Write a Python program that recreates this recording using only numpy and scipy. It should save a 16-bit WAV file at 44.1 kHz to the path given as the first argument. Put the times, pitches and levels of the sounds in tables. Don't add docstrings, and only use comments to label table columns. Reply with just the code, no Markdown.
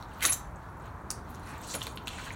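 import sys
import numpy as np
from scipy import signal
from scipy.fft import rfft, irfft, next_fast_len
from scipy.io import wavfile
from scipy.ndimage import uniform_filter1d

SR = 44100
rng = np.random.default_rng(int(sys.argv[2]) if len(sys.argv) > 2 else 0)


def put_to_file(sound):
    columns = np.atleast_2d(sound).T
    safe = np.clip(columns, -1, 1)
    whole_steps = np.round(safe * 32767)
    wavfile.write(sys.argv[1], SR, whole_steps.astype(np.int16))


N = 103635

# (full pressure at s, swell s, hold s, fade s, level dB, lowest Hz, highest Hz)
CRUNCHES = [
    (0.221, 0.039, 0.028, 0.078, -35, 1370, 3380),
    (0.285, .025, 0.0053, 0.037, -33.5, 1290, 3720),
    (0.229, 0.031, 0.045, 0.12, -34, 3880, 14900),
    (0.327, 0.0089, 0.0061, 0.022, -31, 5640, 12000),
    (.865, .14, 0.0081, 0.058, -60, 1750, 4250),
    (1.297, 0.029, .012, 0.066, -61, 8400, 15500),
    (1.472, .12, 0.091, 0.15, -49.5, 690, 2500),
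    (1.47, 0.088, 0.031, 0.18, -56.5, 3450, 10800),
    (1.637, 0.043, 0.0078, .08, -48.5, 2500, 7900),
    (1.672, 0.0096, .012, .05, -50.5, 6900, 11600),
    (1.698, 0.098, 0.046, 0.043, -42.5, 3640, 8600),
    (1.739, 0.0081, 0.014, 0.025, -36.5, 1550, 13000),
    (1.809, 0.058, 0.056, 0.054, -50.5, 2140, 8700),
    (1.879, 0.012, 0.032, .07, -56.5, 6070, 8850),
    (1.959, 0.0095, .004, 0.033, -54.5, 9100, 13000),
    (2.062, .015, .2, 0.16, -56, 5200, 8760),
    (2.088, 0.058, 0.18, .25, -50, 1900, 4280),
    (2.184, 0.021, 0.018, 0.034, -43.5, 1240, 2110),
    (2.242, 0.016, 0.016, .05, -57, 5940, 13000),
    (2.27, 0.025, .012, 0.027, -42.5, 1100, 1850)]
GRAINS_PER_S, GRAIN_SPREAD_DB, POWDER_SHARE = 1300, 2.5, 0.6
SWELL_DB = 38.5
# (s, level dB, lowest Hz, highest Hz, splintering dB)
SNAPS = [
    (0.0253, -48, 3480, 5230, -11.5),
    (0.2073, -43.5, 1200, 3520, -3),
    (0.2247, -29.5, 1460, 3250, -7),
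    (0.2297, -33, 5000, 14000, -1.5),
    (0.2459, -27.5, 1110, 1940, -25),
    (0.2509, -23, 1000, 6600, -15),
    (0.2525, -21, 5840, 8700, -8),
    (.2570, -32, 1500, 15200, -4),
    (.2640, -30.5, 5000, 15000, -15),
    (0.3209, -30, 6650, 8200, -4.5),
    (0.324, -33, 5600, 12000, -7),
    (.559, -58, 5900, 8400, -20),
    (1.1040, -29.5, 6250, 10100, -14),
    (1.1034, -29.5, 4720, 6200, -28),
    (1.1115, -38, 6000, 13000, -2),
    (1.3472, -50, 3900, 8100, -16),
    (1.711, -39, 5540, 7500, -13),
    (1.7493, -34.5, 448, 1940, -9),
    (1.752, -35, 9100, 11300, -15),
    (1.7580, -37, 9850, 10500, -10),
    (1.8100, -44, 2010, 4000, -6),
    (1.8170, -31.5, 2920, 4000, -22),
    (1.829, -43, 3500, 14000, -2),
    (1.8355, -42.5, 3200, 13000, -10),
    (1.8682, -35, 900, 4330, -4),
    (1.9730, -38, 2320, 4140, -17),
    (2.0725, -34.5, 2380, 4170, -9.5),
    (2.0797, -33.5, 2860, 4000, -7.5),
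    (2.3045, -35, 1730, 2500, -33)]
SNAP_S, SNAP_T60_S = 0.0034, .014
BOARD_DB, BOARD_HZ, BOARD_T60_S = -9.5, (900, 1900), 0.02
# (s, level dB)
FOOTFALLS = [(.232, -40), (.250, -33), (1.742, -32.5), (1.752, -36), (1.868, -41.5)]
FOOTFALL_HZ, FOOTFALL_T60_S = (165, 633), 0.15
# (s, length s, level dB)
SQUEAKS = [(0.235, .002, -34), (0.255, .002, -22.5), (0.266, 0.0092, -36), (.2950, .011, -23.5)]
SQUEAK_MODES = [(6088, -13.5), (10905, 0.5)]   # (Hz, dB)
SQUEAK_ATTACK_S, SQUEAK_T60_S, SQUEAK_WAVER_HZ = 0.0014, 0.061, 22
# (s, level dB)
CLINKS = [(.3205, -46.5), (0.3261, -31.5)]
# (Hz, dB, t60 s)
SHARD_MODES = [(3930, -6.5, 0.051), (6150, -2.5, 0.08), (6091, -9, .17), (6220, -12, .16), (7270, -10.5, 0.22), (7530, -8, 0.14), (8100, -25, .14),
               (10200, -14, .1), (10700, -2, .09), (10845, -9, 0.11), (14475, -10, .15)]
# (s, dB)
SHUFFLE = [(0, -57), (.07, -68), (.12, -60), (.2, -55.5), (.5, -72), (.59, -79), (.63, -63), (.75, -74.5), (.86, -61.5), (.92, -76), (1.24, -70), (1.3, -56.5), (1.38, -60.5), (1.8, -51.5), (2.02, -66), (2.22, -53), (2.35, -56)]
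DUST = [(1500, 3.5), (2500, -2), (4000, 0), (5200, -6), (8000, -9.5), (11000, -17), (16000, -9.5)]   # (Hz, dB per Hz)
OUTDOORS = [(22, -34), (33, -8), (57, 2), (100, -0.5), (180, -8), (320, -15.5), (520, -17), (950, -10), (1450, -15.5), (2000, -25.5), (3000, -41), (5000, -43), (16000, -50.5)]   # (Hz, dB per Hz)
OUTDOORS_DB = -43.5
WALL_ECHO_S, WALL_ECHO_DB, WALL_SCATTER_S = .0078, -8.5, 0.0088
ROOM_DB, ROOM_ONSET_S = -8.5, 0.0024
ROOM_T60 = [(500, 0.28), (3000, .3), (7000, 0.23), (14000, 0.18)]   # (Hz, s)
CUTOFF_HZ = 15900
T = np.arange(N) / SR
GRAIN_CYCLES = 19.6
MIC_DIP_HZ, MIC_DIP_Q, MIC_DIP_SHARE = 5000, 8.8, 0.55
SHARD_RATTLE = 1
# (s, dB)
RUSTLE = [(0, -55), (.5, -72), (.8, -59), (1.1, -52), (1.45, -55), (1.8, -51.5), (2.35, -52.5)]
RUSTLE_HZ = (124, 386)
SPECKS_PER_S, SPECK_DB, SPECK_HZ = 70, -1.5, (2500, 13000)


def from_db(db):
    return 10 ** (np.asarray(db) / 20)


def rms_one(x):
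    return x / np.sqrt(np.mean(x ** 2) + 1e-20)


def energy_one(x):
    return x / np.sqrt(np.sum(x ** 2) + 1e-20)


def dying(t, t60):
    return np.exp(-np.log(1000) * np.maximum(t, 0) / t60)


def band(x, low_hz, high_hz, order=3):
    size = next_fast_len(len(x) + 500)
    hz = np.maximum(np.fft.rfftfreq(size, 1 / SR), 1)
    offset = 1j * (hz * hz - low_hz * high_hz) / (hz * max(high_hz - low_hz, 1))
    spectrum = rfft(x, size)
    for pole in 1j * np.exp(1j * np.pi * (np.arange(order) + .5) / order):
        spectrum = spectrum / (offset - pole)
    return irfft(spectrum, size)[:len(x)]


def add(out, s, x):
    i = max(int(s * SR), 0)
    out[i:i + len(x)] += x[:max(N - i, 0)]


def coloured(spectrum):
    hz, db = np.transpose(spectrum)
    bins = np.maximum(np.fft.rfftfreq(N, 1 / SR), 1)
    return rms_one(irfft(rfft(rng.standard_normal(N)) * from_db(np.interp(np.log(bins), np.log(hz), db)), N))


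def burst(low_hz, high_hz, t60):
    t = T[:SR // 10]
    return energy_one(band(rng.standard_normal(len(t)) * dying(t, t60), low_hz, high_hz)) * np.sqrt(SNAP_S * SR)


def crunches():
    out = np.zeros(N)
    t = T[:SR // 2]
    for s, swell, hold, fade, db, low_hz, high_hz in CRUNCHES:
        powder = rms_one(band(rng.standard_normal(len(t)), low_hz, high_hz))
        grains = grit(low_hz, high_hz, size=len(t), count=10)
        slack = np.maximum(1 - t / swell, 0) + np.maximum(t - swell - hold, 0) / fade
        add(out, s - swell, from_db(db - SWELL_DB * slack) * rms_one(grains + POWDER_SHARE * powder))
    return out


def snaps():
    out = np.zeros(N)
    for s, db, low_hz, high_hz, splinter_db in SNAPS:
        crack = burst(low_hz, high_hz, SNAP_T60_S) + from_db(splinter_db) * burst(low_hz=2500, high_hz=12000, t60=SNAP_T60_S)
        add(out, s, from_db(db) * (crack + from_db(BOARD_DB) * burst(*BOARD_HZ, BOARD_T60_S)))
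    return out


def footfalls():
    out = np.zeros(N)
    for s, db in FOOTFALLS:
        add(out, s, from_db(db) * burst(*FOOTFALL_HZ, FOOTFALL_T60_S))
    return out


def squeaks():
    out = np.zeros(N)
    t = T[:SR // 2]
    for s, length, db in SQUEAKS:
        level = from_db(db) * np.minimum(t / SQUEAK_ATTACK_S, 1) * dying(t - length, SQUEAK_T60_S)
        for hz, mode_db in SQUEAK_MODES:
            waver = rms_one(uniform_filter1d(rng.standard_normal(len(t)), size=130))
            add(out, s, level * from_db(mode_db) * np.sin(2 * np.pi * np.cumsum(hz + SQUEAK_WAVER_HZ * waver) / SR))
    return out


def clinks():
    out = np.zeros(N)
    t = T[:SR // 2]
    for s, db in CLINKS:
        for hz, mode_db, t60 in SHARD_MODES:
            rocking = rms_one(uniform_filter1d(rng.standard_normal(len(t)), size=200))
            tone = np.sin(2 * np.pi * hz * t) + SHARD_RATTLE * rocking * np.cos(2 * np.pi * hz * t)
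            add(out, s, from_db(db + mode_db) * dying(t, t60) * tone)
    return out


def room(x):
    t = T[:SR // 2]
    edges = np.geomspace(100, 18000, 9)
    hz, t60 = np.transpose(ROOM_T60)
    tail = sum(band(rng.standard_normal(len(t)), low, high) * dying(t, np.interp(np.sqrt(low * high), hz, t60))
               for low, high in zip(edges, edges[1:]))
    response = from_db(ROOM_DB) * energy_one(tail * (t > ROOM_ONSET_S))
    echo = rng.standard_normal(len(t)) * (t > WALL_ECHO_S) * dying(t - WALL_ECHO_S, WALL_SCATTER_S)
    return x + signal.fftconvolve(x, response + from_db(WALL_ECHO_DB) * energy_one(echo))[:N]


def ring(clicks, hz, t60):
    r, w = from_db(-60 / (t60 * SR)), 2 * np.pi * min(hz, .45 * SR) / SR
    return signal.lfilter([0, np.sin(w)], [1, -2 * r * np.cos(w), r * r], clicks + 1e-18)


def grit(low_hz, high_hz, size, count):
    sizes = from_db(GRAIN_SPREAD_DB * np.minimum(rng.exponential(1, size), 3.5)) * rng.choice([-1, 1], size)
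    clicks, dealt = sizes * (rng.random(size) < GRAINS_PER_S / SR), rng.integers(0, count, size)
    pitches = low_hz * (high_hz / low_hz) ** ((np.arange(count) + rng.random(count)) / count)
    return rms_one(sum(np.sqrt(hz) * ring(clicks * (dealt == k), hz, GRAIN_CYCLES / hz) for k, hz in enumerate(pitches)))


def specks():
    out = np.zeros(N)
    for when, pitch, size in rng.random((int(SPECKS_PER_S * N / SR), 3)):
        s, hz = when * N / SR, SPECK_HZ[0] * (SPECK_HZ[1] / SPECK_HZ[0]) ** pitch
        db = np.interp(s, *np.transpose(SHUFFLE)) + SPECK_DB + 10 * (size - .5)
        add(out, s, from_db(db) * burst(hz, 1.223 * hz, SNAP_T60_S))
    return out


def scene():
    debris = room(crunches() + snaps() + specks() + footfalls() + squeaks() + clinks())
    dust = from_db(np.interp(T, *np.transpose(SHUFFLE))) * coloured(DUST)
    rustle = from_db(np.interp(T, *np.transpose(RUSTLE))) * rms_one(band(rng.standard_normal(N), *RUSTLE_HZ, order=2))
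    return (debris + dust + rustle + from_db(OUTDOORS_DB) * coloured(OUTDOORS))[None]


def record(dry):
    heard = dry - MIC_DIP_SHARE * signal.lfilter(*signal.iirpeak(MIC_DIP_HZ, MIC_DIP_Q, fs=SR), dry)
    return signal.sosfilt(signal.ellip(12, .1, 80, CUTOFF_HZ, fs=SR, output="sos"), heard)


dry = scene()
out = record(dry)
put_to_file(out)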